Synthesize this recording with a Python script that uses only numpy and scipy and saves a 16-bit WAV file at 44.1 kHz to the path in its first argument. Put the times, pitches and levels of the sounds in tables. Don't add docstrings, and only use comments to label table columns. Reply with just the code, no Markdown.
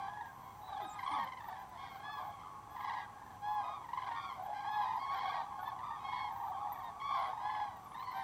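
import sys
import numpy as np
from scipy import signal
from scipy.fft import rfft, irfft
from scipy.io import wavfile
from scipy.ndimage import uniform_filter1d, map_coordinates

SR = 44100
rng = np.random.default_rng(int(sys.argv[2]) if len(sys.argv) > 2 else 0)


def gain_from_db(level_db):
    decades = np.asarray(level_db, float) / 20
    return 10 ** decades


def put_to_file(sound):
    columns = np.atleast_2d(sound).T
    safe = np.clip(columns, -1, 1)
    whole_steps = np.round(safe * 32767)
    wavfile.write(sys.argv[1], SR, whole_steps.astype(np.int16))


N = 362943
HOARSE_TILT_DB = -0.72


def at_hz(points, hz):
    point_hz, point_db = np.array(points).T
    return np.interp(np.log(hz), np.log(point_hz), point_db)


def drift(n, rate):
    knots = rng.standard_normal(600 if n < SR else int(n * rate / SR) + 6)
    steps = np.arange(0, n + 8, 8)
    curve = map_coordinates(knots, [2 + steps * rate / SR], order=2, mode="mirror")
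    return np.interp(np.arange(n), steps, curve)


def add(out, sound, s):
    i = round(s * SR)
    sound, i = sound[..., max(-i, 0):], max(i, 0)
    out[..., i:i + sound.shape[-1]] += sound[..., :N - i]


def fade(n, edge_s):
    to_nearest_end = np.minimum(np.arange(n), np.arange(n)[::-1])
    return np.sin(np.pi / 2 * np.minimum(to_nearest_end / (edge_s * SR), 1)) ** 2


def sine(hz):
    return np.sqrt(2) * np.sin(2 * np.pi * np.cumsum(hz) / SR)


def voice(hz, wobble, tilt_db):
    # (frequency [Hz], level [dB])
    throat_spectrum = [(1250, -1), (1750, 2), (2200, -2.5), (2680, -20.5), (3300, -3.5), (4200, -12),
                       (5100, -14), (6500, -29)]
    flutter_db = 2.5
    jitter = drift(len(hz), 60.0) + 1.6 * drift(len(hz), 350.0)
    phase = 2 * np.pi * np.cumsum(hz * (1 + wobble * jitter)) / SR + rng.uniform(0, 2 * np.pi)
    k = np.arange(2, 8)[:, None]
    throat = gain_from_db(at_hz(throat_spectrum, k * hz[::400]) + tilt_db * k)
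    flicker = gain_from_db(flutter_db * rng.standard_normal(size=(6, 64))[:, :throat.shape[1]])
    gains = throat * flicker / np.sqrt(np.sum(throat ** 2, axis=0).mean())
    gains = uniform_filter1d(np.repeat(gains, repeats=400, axis=1), size=400, axis=1)[:, :len(hz)]
    return np.sqrt(2) * np.array([np.sin(phase), np.sum(gains * np.sin(k * phase), axis=0)])


def calls(table, climb_per_s, droop_share, crest, edge, wobble, rasp, uneven_db, tilt_db):
    out = np.zeros(N)
    for s, span, top_hz, low_db, over_db in table:
        t = np.arange(int(span * SR)) / SR
        rise = np.clip(1 - t / (crest * span), 0, 1)
        droop = np.clip(t / span - crest, 0, 1) / (1 - crest)
        hz = top_hz * (1 - climb_per_s * span * rise ** 2 - droop_share * droop ** 2.215)
        low, over = voice(hz, wobble, tilt_db)
        throb_hz = 95 * (1 + 0.268 * drift(len(t), 40.3))
        throb = 1 + rasp * np.sin(2 * np.pi * np.cumsum(throb_hz) / SR)
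        effort = fade(len(t), edge * span) * gain_from_db(uneven_db * drift(len(t), 39.0))
        add(out, (low * gain_from_db(low_db) + over * gain_from_db(over_db)) * throb * effort, s)
    return out


def bugles():
    # (start [s], length [s], top pitch [Hz], fundamental [dB], overtones [dB])
    arched = [(.06, 0.26, 838, -58, -69), (.66, 0.3, 831, -52, -74), (.79, 0.07, 661, -55, -61.5),
              (1.86, 0.1, 1095, -82, -59), (2.01, .22, 857, -53, -51.5), (2.68, 0.16, 848, -57.5, -66),
              (3.4, 0.26, 844.7, -41.5, -55.5), (3.43, 0.27, 1026, -48.5, -74),
              (4.14, 0.17, 1194, -63, -60.5), (4.63, 0.25, 845.5, -40.5, -51),
              (6.28, 0.25, 801.6, -47.5, -70.5), (7.39, 0.32, 856.4, -41, -54),
              (7.65, 0.15, 984, -55.5, -67)]
    held = [(-.05, 0.16, 786, -46.5, -59.5), (-.05, 0.16, 1137, -56, -68), (.4, 0.155, 1096, -61, -72.5),
            (8.1, 0.21, 918, -48.5, -59.5), (1.76, 0.14, 1093, -54, -60.5), (1.77, 0.16, 1195, -65, -66.5),
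            (3.69, 0.184, 1107, -58, -69.5), (4.84, 0.087, 929, -53, -57.5), (7.02, 0.19, 1100, -53, -56.5),
            (7.26, 0.2, 1255, -64, -73.5), (2.22, 0.14, 827, -51.5, -68.5), (3.62, 0.13, 836, -53, -71),
            (3.63, 0.22, 623, -79, -76), (4.39, 0.29, 833, -49, -65.5), (4.53, 0.162, 800, -46, -56.5),
            (4.83, 0.18, 890, -39, -67), (5.24, 0.12, 805, -45, -56.5), (5.39, 0.24, 813, -50, -70),
            (5.81, 0.2, 1210, -53.5, -72), (6.0, 0.24, 817, -52, -85), (6.56, 0.2, 826, -45.5, -82),
            (8.12, 0.17, 782, -46.5, -56)]
    rising = [
        (4.97, 0.2, 1087, -41.5, -56),
    ]
    swept = [
        (6.99, 0.24, 1165, -42, -55.5),
        (5.65, 0.06, 875, -50, -55.5),
    ]
    falling = [
        (1.53, 0.119, 828, -58, -67),
        (2.17, 0.067, 1215, -53, -68),
        (2.95, 0.078, 952, -53, -56),
        (5.32, 0.116, 962, -44.5, -56.5),
        (7.62, .1, 810, -49, -64),
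        (6.82, .095, 940, -51, -62),
    ]
    long_notes = [
        (6.03, .275, 1095, -51, -52),
        (5.18, 0.141, 1105, -55, -58),
        (4.16, .18, 1105, -54, -61.5),
    ]
    veiled = [(.79, 0.21, 1252, -55.5, -69), (1.175, .085, 938, -43.5, -49.5), (2.79, .16, 826, -56, -59.5),
              (2.94, 0.13, 829, -57, -55.5), (2.965, 0.098, 1010, -59, -61), (3.62, .17, 1237, -52.5, -63),
              (4.1, .11, 932, -48, -53), (4.7, .27, 1258, -59, -64), (5.97, .2, 1260, -63, -69),
              (5.905, .07, 925, -52, -59.5), (5.27, 0.091, 1080, -54, -56)]
    rasps = [(.3, 0.32, 1075, -64, -78), (1.02, 0.26, 1112, -41.5, -56), (1.07, .15, 866, -40.5, -61.5),
             (2.15, 0.19, 744, -52.5, -70), (2.2, 0.35, 1098, -67, -69.5), (2.35, 0.31, 1133, -54.5, -81),
             (2.78, 0.3, 990, -52.5, -59.5), (3.6, 0.16, 704, -56, -72), (4.1, 0.3, 1117, -47.5, -61),
             (4.33, 0.23, 757, -48.5, -71), (4.78, 0.19, 977, -45, -60), (5.12, 0.32, 1067, -52, -68),
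             (5.2, 0.27, 794.4, -45, -59.5), (5.75, .32, 1143, -50.5, -70.5), (6.5, 0.41, 1155, -56, -70.5),
             (4.5, .22, 1057, -63, -62.5), (7.08, 0.22, 1060, -45, -62), (7.12, 0.23, 805, -44.5, -61.5),
             (7.14, 0.17, 690, -70, -54), (7.2, 0.16, 1253, -62, -73), (7.92, 0.31, 1040, -48.5, -65.5),
             (6.1, .14, 940, -52, -59), (5.1, .2, 925, -52, -58)]

    held_climb = 0.1202
    arched_droop = 0.0943
    clear = dict(wobble=.003, rasp=.15, uneven_db=1.2, tilt_db=-1.3)
    out = calls(arched, 0.2406, arched_droop, crest=.45, edge=.25, **clear)
    out += calls(held, held_climb, 0.0082, crest=.42, edge=.27, **clear)
    out += calls(rising, held_climb, -0.044, crest=.42, edge=.27, **clear)
    out += calls(swept, .42, arched_droop, crest=.6, edge=.15, **clear)
    out += calls(falling, held_climb, 0.0883, crest=.1, edge=.18, **clear)
    out += calls(long_notes, 0.05, 0.072, crest=.72, edge=.1,
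                 wobble=.002, rasp=.1, uneven_db=1.0, tilt_db=-3.0)
    out += calls(veiled, held_climb, 0.0604, crest=.35, edge=.18,
                 wobble=.005, rasp=.25, uneven_db=1.5, tilt_db=-5.5)
    out += calls(rasps, held_climb, 0.097, crest=.42, edge=.27,
                 wobble=.02, rasp=.7, uneven_db=2.2, tilt_db=HOARSE_TILT_DB)
    return out


def chorus(count=112):
    # (time [s], hold [s], fundamentals [dB], overtones [dB])
    surges = [(0.0, 0.037, -42.5, -51), (0.434, 0.14, -49.5, -73), (0.773, 0.082, -42.5, -52.5),
              (1.12, 0.25, -45, -48.5), (1.548, 0.12, -46, -55), (1.903, 0.23, -46.5, -51.5),
              (2.173, 0.11, -41.5, -56), (2.906, 0.083, -40.5, -49), (3.655, 0.056, -39, -54),
              (4.07, 0.068, -43, -46), (4.347, .05, -44.5, -56), (4.864, 0.17, -36, -49.5),
              (5.226, 0.19, -36.5, -42.5), (5.647, 0.19, -42, -56.5), (6.176, 0.15, -38.5, -49.5),
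              (6.547, 0.18, -40.5, -59), (6.863, 0.092, -43.5, -59), (7.186, 0.12, -37.5, -47),
              (7.542, 0.18, -41, -51), (8.22, 0.039, -43.5, -47)]
    low_slope, over_slope = 61, 116
    murmur_db, murmur_over_db = -51, -67
    both = np.full((2, N), 1e-9)
    for k, s in enumerate(np.linspace(-.2, N / SR, count)):
        span, spread, roll_hz, rasp_hz, rolled = rng.uniform([.18, .93, 20.0, 75, 0], [.36, 1.07, 25.73, 125, 1.28])
        top_hz, bird_db = [(830, 0.36), (1090, -0.26)][k % 2]
        t = np.arange(int(span * SR)) / SR
        arch = top_hz * spread * (1 - .1 * (2 * t / span - .85) ** 2)
        roll = 1 - rolled * np.cos(np.pi * roll_hz * t) ** 2
        throb_hz = rasp_hz * (1 + 0.2617 * drift(len(t), 39.9))
        rasp = 1 + 0.48 * np.sin(2 * np.pi * np.cumsum(throb_hz) / SR)
        call = voice(arch, wobble=0.01542, tilt_db=HOARSE_TILT_DB)
        add(both, gain_from_db(bird_db) * call * roll * rasp * fade(len(t), 0.029), s)
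    both = signal.sosfilt(signal.butter(4, 640, "high", fs=SR, output="sos"), both)
    both /= 1e-6 + np.sqrt(uniform_filter1d(both ** 2, size=6000, axis=1))

    s, hold, low_db, over_db = np.transpose(surges)[..., None]
    t = np.linspace(0, N / SR, num=N // 64)
    away = np.maximum(np.abs(t - s) - hold / 2, 0)
    low = np.maximum(np.max(low_db - low_slope * away, axis=0), murmur_db)
    over = np.maximum(np.max(over_db - over_slope * away, axis=0), murmur_over_db)
    now = np.arange(N) / SR
    return both[0] * gain_from_db(np.interp(now, t, low) - 4.0) + both[1] * gain_from_db(np.interp(now, t, over) - 9.5)


def air():
    # (frequency [Hz], level [dB per Hz])
    air_spectrum = [(20, -49), (32, -15.5), (55, -11), (105, -5.5), (250, -13.5), (560, -17.5),
                    (1000, -12.5), (2000, -25.5), (3000, -31), (5000, -35), (6600, -35), (7700, -33),
                    (9500, -38), (15600, -40)]
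    hz = np.fft.rfftfreq(N, 1 / SR) + 1
    shape = gain_from_db(at_hz(air_spectrum, hz))
    noise = irfft(rfft(rng.standard_normal(N)) * shape, N)
    low_band = np.sqrt(np.sum(shape[hz < 550] ** 2) / len(hz))
    return gain_from_db(-62.5) * noise / low_band


def steady_tones():
    # (frequency [Hz], level [dB])
    tones = [
        (103, -73),
        (6000, -82),
        (9000, -93),
        (12000, -97),
    ]
    t = np.arange(N) / SR
    out = np.zeros(N)
    for hz, db in tones:
        out += gain_from_db(db + 0.63 * drift(N, 11.0)) * np.sqrt(2) * np.sin(2 * np.pi * hz * t)
    return out


def landscape(x):
    # (delay [s], level [dB])
    echoes = [
        (.013, -21),
        (.031, -21),
        (.068, -23),
        (.12, -17.5),
    ]
    haze_db, haze_t60_s = -13, 0.23
    dull = signal.lfilter([.3], [1, -.7], x)
    out = x.copy()
    for s, db in echoes:
        add(out, gain_from_db(db) * dull, s)
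    t = np.arange(SR // 2) / SR
    scatter = rng.standard_normal(len(t)) * gain_from_db(-60 * t / haze_t60_s) * (t > .01)
    scatter /= np.sqrt(np.sum(scatter ** 2))
    return out + gain_from_db(haze_db) * signal.fftconvolve(dull, scatter)[:N]


def glides(table, waver, trill_db):
    out = np.zeros(N)
    for s, span, from_hz, to_hz, db in table:
        n = int(span * SR)
        hz = np.linspace(from_hz, to_hz, n) * (1 + waver * drift(n, 224.0))
        level = gain_from_db(db + trill_db * drift(n, 94.7)) * fade(n, 0.0024)
        add(out, level * sine(hz), s)
    return out


def turned_birds():
    # (start [s], length [s], from [Hz], to [Hz], level [dB])
    turned = [(.07, 0.14, 1653, 1700, -58), (.185, 0.13, 1704, 1590, -57.5),
              (1.89, 0.12, 1380, 1316, -68.5), (3.14, 0.11, 1627, 1640, -66),
              (4.13, 0.19, 1424, 1363, -58.5), (5.59, .05, 1464, 1460, -58), (5.13, 0.08, 1400, 1370, -61),
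              (5.195, 0.12, 4440, 4390, -65), (5.66, 0.046, 3500, 3480, -61),
              (6.53, 0.037, 3220, 3150, -69), (6.14, .09, 4400, 4370, -70), (6.84, .055, 3720, 3660, -68)]
    return glides(turned, waver=.003, trill_db=1.5)


def rolls():
    # (time [s], overtones peak [dB], second partial [Hz], fundamental [dB])
    beats = [(.083, -47, 1658, -41), (.133, -52, 1674, -44), (.171, -51, 1780, -44),
             (.209, -49, 1780, -39.5), (.255, -51, 1743, -46), (.699, -52, 1560, -45),
             (.728, -48, 1576, -40), (.776, -45, 1670, -36.5), (.799, -51, 1557, -43),
             (.846, -48.5, 1603, -46), (.990, -41, 1894, -45), (1.031, -43.5, 1990, -40),
             (1.073, -44, 2103, -40), (1.116, -41, 2146, -40), (1.162, -42, 2150, -37),
             (1.229, -45, 2104, -41), (1.274, -44, 2064, -40.5), (1.321, -44, 2060, -40.5),
             (1.372, -45.5, 2005, -46), (1.405, -46.5, 1803, -46), (1.441, -48, 1800, -44),
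             (1.485, -46.5, 1803, -39), (1.527, -47, 1760, -42.5), (1.564, -50, 1703, -47),
             (1.615, -54, 1620, -50), (2.763, -49, 1890, -42.5), (2.806, -44.5, 1950, -39.5),
             (2.844, -46, 2004, -39), (2.895, -42, 1947, -36), (2.936, -44, 2000, -37.5),
             (3.154, -59, 1640, -54), (3.183, -57, 1660, -52), (3.219, -56, 1720, -50),
             (3.262, -54.5, 1695, -52), (3.304, -54, 1690, -51), (3.346, -56, 1653, -55),
             (3.843, -52, 1960, -44), (3.888, -48, 1880, -42), (3.933, -44, 1984, -33),
             (3.975, -42, 2020, -32), (4.021, -44, 2036, -37.5), (4.066, -45.5, 2040, -40),
             (4.087, -49, 1896, -37), (4.119, -44, 1906, -42),
             (4.459, -52, 1643, -38.5), (4.499, -56, 1640, -43), (4.531, -51, 1628, -40),
                  (4.648, -49.5, 1676, -36), (4.689, -49, 1696, -33.5), (4.975, -49, 1950, -39),
                  (5.59, -50, 1680, -42), (5.63, -49, 1702, -38), (5.675, -52, 1833, -36),
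                  (5.719, -54, 1730, -41.5), (5.789, -49, 1880, -43), (5.833, -50, 1950, -38.5),
                  (5.867, -52, 1927, -40), (5.906, -50, 1898, -38.5), (6.309, -52, 1773, -39.5),
                  (6.36, -52, 1777, -40.5), (6.399, -53, 1784, -39), (6.435, -52.5, 1790, -35.5),
                  (6.482, -53, 1790, -38), (6.519, -56, 1810, -40.5), (6.549, -57, 1700, -39),
                  (6.647, -56, 1698, -41), (6.67, -53, 1804, -40), (6.718, -50.5, 1760, -39),
                  (6.757, -52, 1740, -45), (6.792, -53, 1770, -45), (7.001, -48.5, 2148, -40),
                  (7.331, -55, 1800, -37), (7.375, -53, 1800, -39.5), (7.401, -51.5, 1950, -38),
                  (7.455, -52, 2005, -40), (7.499, -44.5, 2043, -37.5), (7.549, -43.5, 2060, -37),
                  (7.599, -47, 2010, -41), (7.639, -52, 1980, -44), (7.859, -59, 2194, -48.5),
                  (7.916, -55.5, 2205, -47), (7.944, -48.5, 1848, -46.5), (7.995, -48, 1897, -48),
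                  (8.028, -49, 2150, -44), (8.073, -45.5, 2020, -39), (8.117, -47, 2005, -43)]
    rise_s, dies_s, sag_per_s = 0.0064, 0.023, 2.6
    lead_s = .006
    breath_db = -14.5
    out, t = np.zeros(N), np.arange(1900) / SR
    beak = signal.butter(3, [1500, 4800], "band", fs=SR, output="sos")
    muffle = signal.butter(3, 3500, fs=SR, output="sos")
    for s, over_db, second_hz, low_db in beats:
        hz = second_hz / 2 * (1.045 - sag_per_s * t)
        low, over = voice(hz, wobble=.022, tilt_db=-1.4)
        puff = signal.sosfilt(beak, 2 * rng.standard_normal(len(t)))
        over = signal.sosfilt(muffle, over) + gain_from_db(breath_db) * puff
        lobe_hz = rng.uniform(60, 85)
        lobes = 1 + 0.43 * np.cos(2 * np.pi * lobe_hz * (t - .009))
        beat = (1 - np.exp(-(t / rise_s) ** 2)) * np.exp(-(t / dies_s) ** 2) * lobes
        add(out, (low * gain_from_db(low_db - 1.5) + over * gain_from_db(over_db - 6.0)) * beat, s - lead_s)
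    return out


def motor_chatter():
    # (start [s], length [s], level [dB])
    chatter = [(0.25, .45, -70.5), (1.583, 0.053, -69), (1.688, 0.0156, -64), (1.89, 0.11, -70),
               (2.115, 0.2, -69.5), (2.702, 0.15, -68), (3.225, 0.14, -76.5), (3.39, .04, -77),
               (3.472, 0.084, -68), (4.42, 0.054, -68), (4.702, 0.14, -71), (5.25, .08, -73),
               (6.315, 0.2, -68)]
    out = np.zeros(N)
    for s, span, db in chatter:
        n = int(span * SR)
        hz = 14300 + 750 * np.clip(drift(n, 49.0), -2, 2) + 800 * drift(n, 1100.0)
        level = gain_from_db(db + 2.0 * drift(n, 30.0)) * fade(n, .006)
        add(out, level * np.sin(2 * np.pi * np.cumsum(hz) / SR), s)
    return out


def squeals():
    # (time [s], pitch [Hz], level [dB])
    paths = [
        [(.61, 3700, -78), (.645, 3930, -66), (.70, 3920, -65.5), (.735, 3900, -64), (.776, 3350, -65),
         (.81, 3500, -70), (.85, 3750, -56), (.885, 3750, -67), (.93, 3650, -76)],
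        [(7.94, 3600, -66), (7.99, 3870, -68), (8.03, 4250, -67), (8.075, 4400, -64), (8.125, 4250, -67),
         (8.165, 3900, -72), (8.2, 3550, -76)],
    ]
    out = np.zeros(N)
    for path in paths:
        s, hz, db = np.transpose(path)
        t = np.arange(s[0], s[-1], 1 / SR)
        pitch = uniform_filter1d(np.interp(t, s, hz), size=600) * (1 + .016 * drift(len(t), 250.0))
        level = gain_from_db(np.interp(t, s, db) + 3.0 * drift(len(t), 80.5)) * fade(len(t), .006)
        add(out, level * sine(pitch), s[0])
    return out


def grip_creaks():
    # (start [s], length [s], from [Hz], to [Hz], level [dB])
    creaks = [
        (.81, 0.068, 439, 262, -58),
        (1.11, 0.048, 294, 287, -55.5),
        (1.18, 0.071, 254, 182, -57),
    ]
    return glides(creaks, waver=0.1, trill_db=0.5)


def motor_whine():
    # (lowest point [s], half length [s], lowest pitch [Hz], level [dB])
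    shakes = [(.83, 0.017, 15050, -66), (0.918, 0.091, 6980, -61), (.99, 0.054, 12900, -63.5),
              (1.057, 0.042, 8200, -61.5), (1.131, 0.076, 8700, -62), (1.216, 0.03, 11300, -72),
              (1.247, .02, 13100, -63), (1.433, 0.035, 15100, -69), (1.475, .035, 13900, -64),
              (3.918, 0.052, 12400, -72), (4.33, 0.069, 12550, -73), (4.978, 0.049, 12600, -73),
              (5.16, 0.031, 14000, -68), (5.632, .055, 12300, -64), (6.75, 0.054, 12800, -62),
              (6.83, 0.044, 13900, -64), (7.175, .035, 11500, -71), (7.243, .075, 10260, -65),
              (7.808, 0.042, 11500, -70), (7.914, 0.082, 10350, -65), (8.0, 0.044, 15000, -64),
              (8.182, 0.071, 12700, -62), (8.24, 0.055, 8050, -61)]
    # (frequency [Hz], level [dB])
    colour = [(7000, 3.5), (10000, -4), (14000, -1)]
    rest_hz, roundness = 15200, 1.92
    s, half, low_hz, db = np.transpose(shakes)[..., None]
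    t = np.arange(0, N, step=16) / SR
    dives = low_hz + (rest_hz - low_hz) * np.abs((t - s) / half) ** roundness
    path_hz = np.repeat(np.minimum(dives.min(axis=0), rest_hz), repeats=16)[:N]
    level = np.repeat(gain_from_db(db[dives.argmin(axis=0), 0]), repeats=16)[:N]
    heard = uniform_filter1d(level * (path_hz < rest_hz), size=200)
    hz = uniform_filter1d(path_hz, size=800) * (1 + .012 * drift(N, 60.0) + .018 * drift(N, 400.0))
    speed = np.abs(np.gradient(uniform_filter1d(hz, size=600)))
    sputter = gain_from_db(5.0 * drift(N, 70.0) - speed * 3.2)
    phase = 2 * np.pi * np.cumsum(hz) / SR
    octave = gain_from_db(-11) * (2 * hz < rest_hz) * np.sin(2 * phase)
    return heard * sputter * (gain_from_db(at_hz(colour, hz)) * np.sin(phase) + octave)


def peeps():
    # (start [s], length [s], from [Hz], to [Hz], level [dB])
    trills = [
        (4.97, 0.08, 5000, 4500, -69),
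        (5.32, 0.13, 4400, 3900, -70),
        (.84, .02, 4500, 4100, -72),
    ]
    return glides(trills, waver=.018, trill_db=3.5)


def croaks():
    # (start [s], length [s], from [Hz], to [Hz], level [dB])
    low_slips = [
        (1.15, .14, 569, 542, -66),
        (5.16, .18, 530, 502, -68),
        (7.24, .1, 519, 479, -65),
    ]
    return glides(low_slips, waver=.05, trill_db=3.5)


def scene():
    birds = bugles() + chorus() + turned_birds() + rolls() + squeals() + peeps() + croaks()
    camera = steady_tones() + motor_chatter() + grip_creaks() + motor_whine()
    return (landscape(birds) + air() + camera)[None]


def low_pass(x):
    return signal.sosfilt(signal.butter(12, 15710, fs=SR, output="sos"), x)


def record(dry):
    return low_pass(dry)


dry = scene()
out = record(dry)
put_to_file(out)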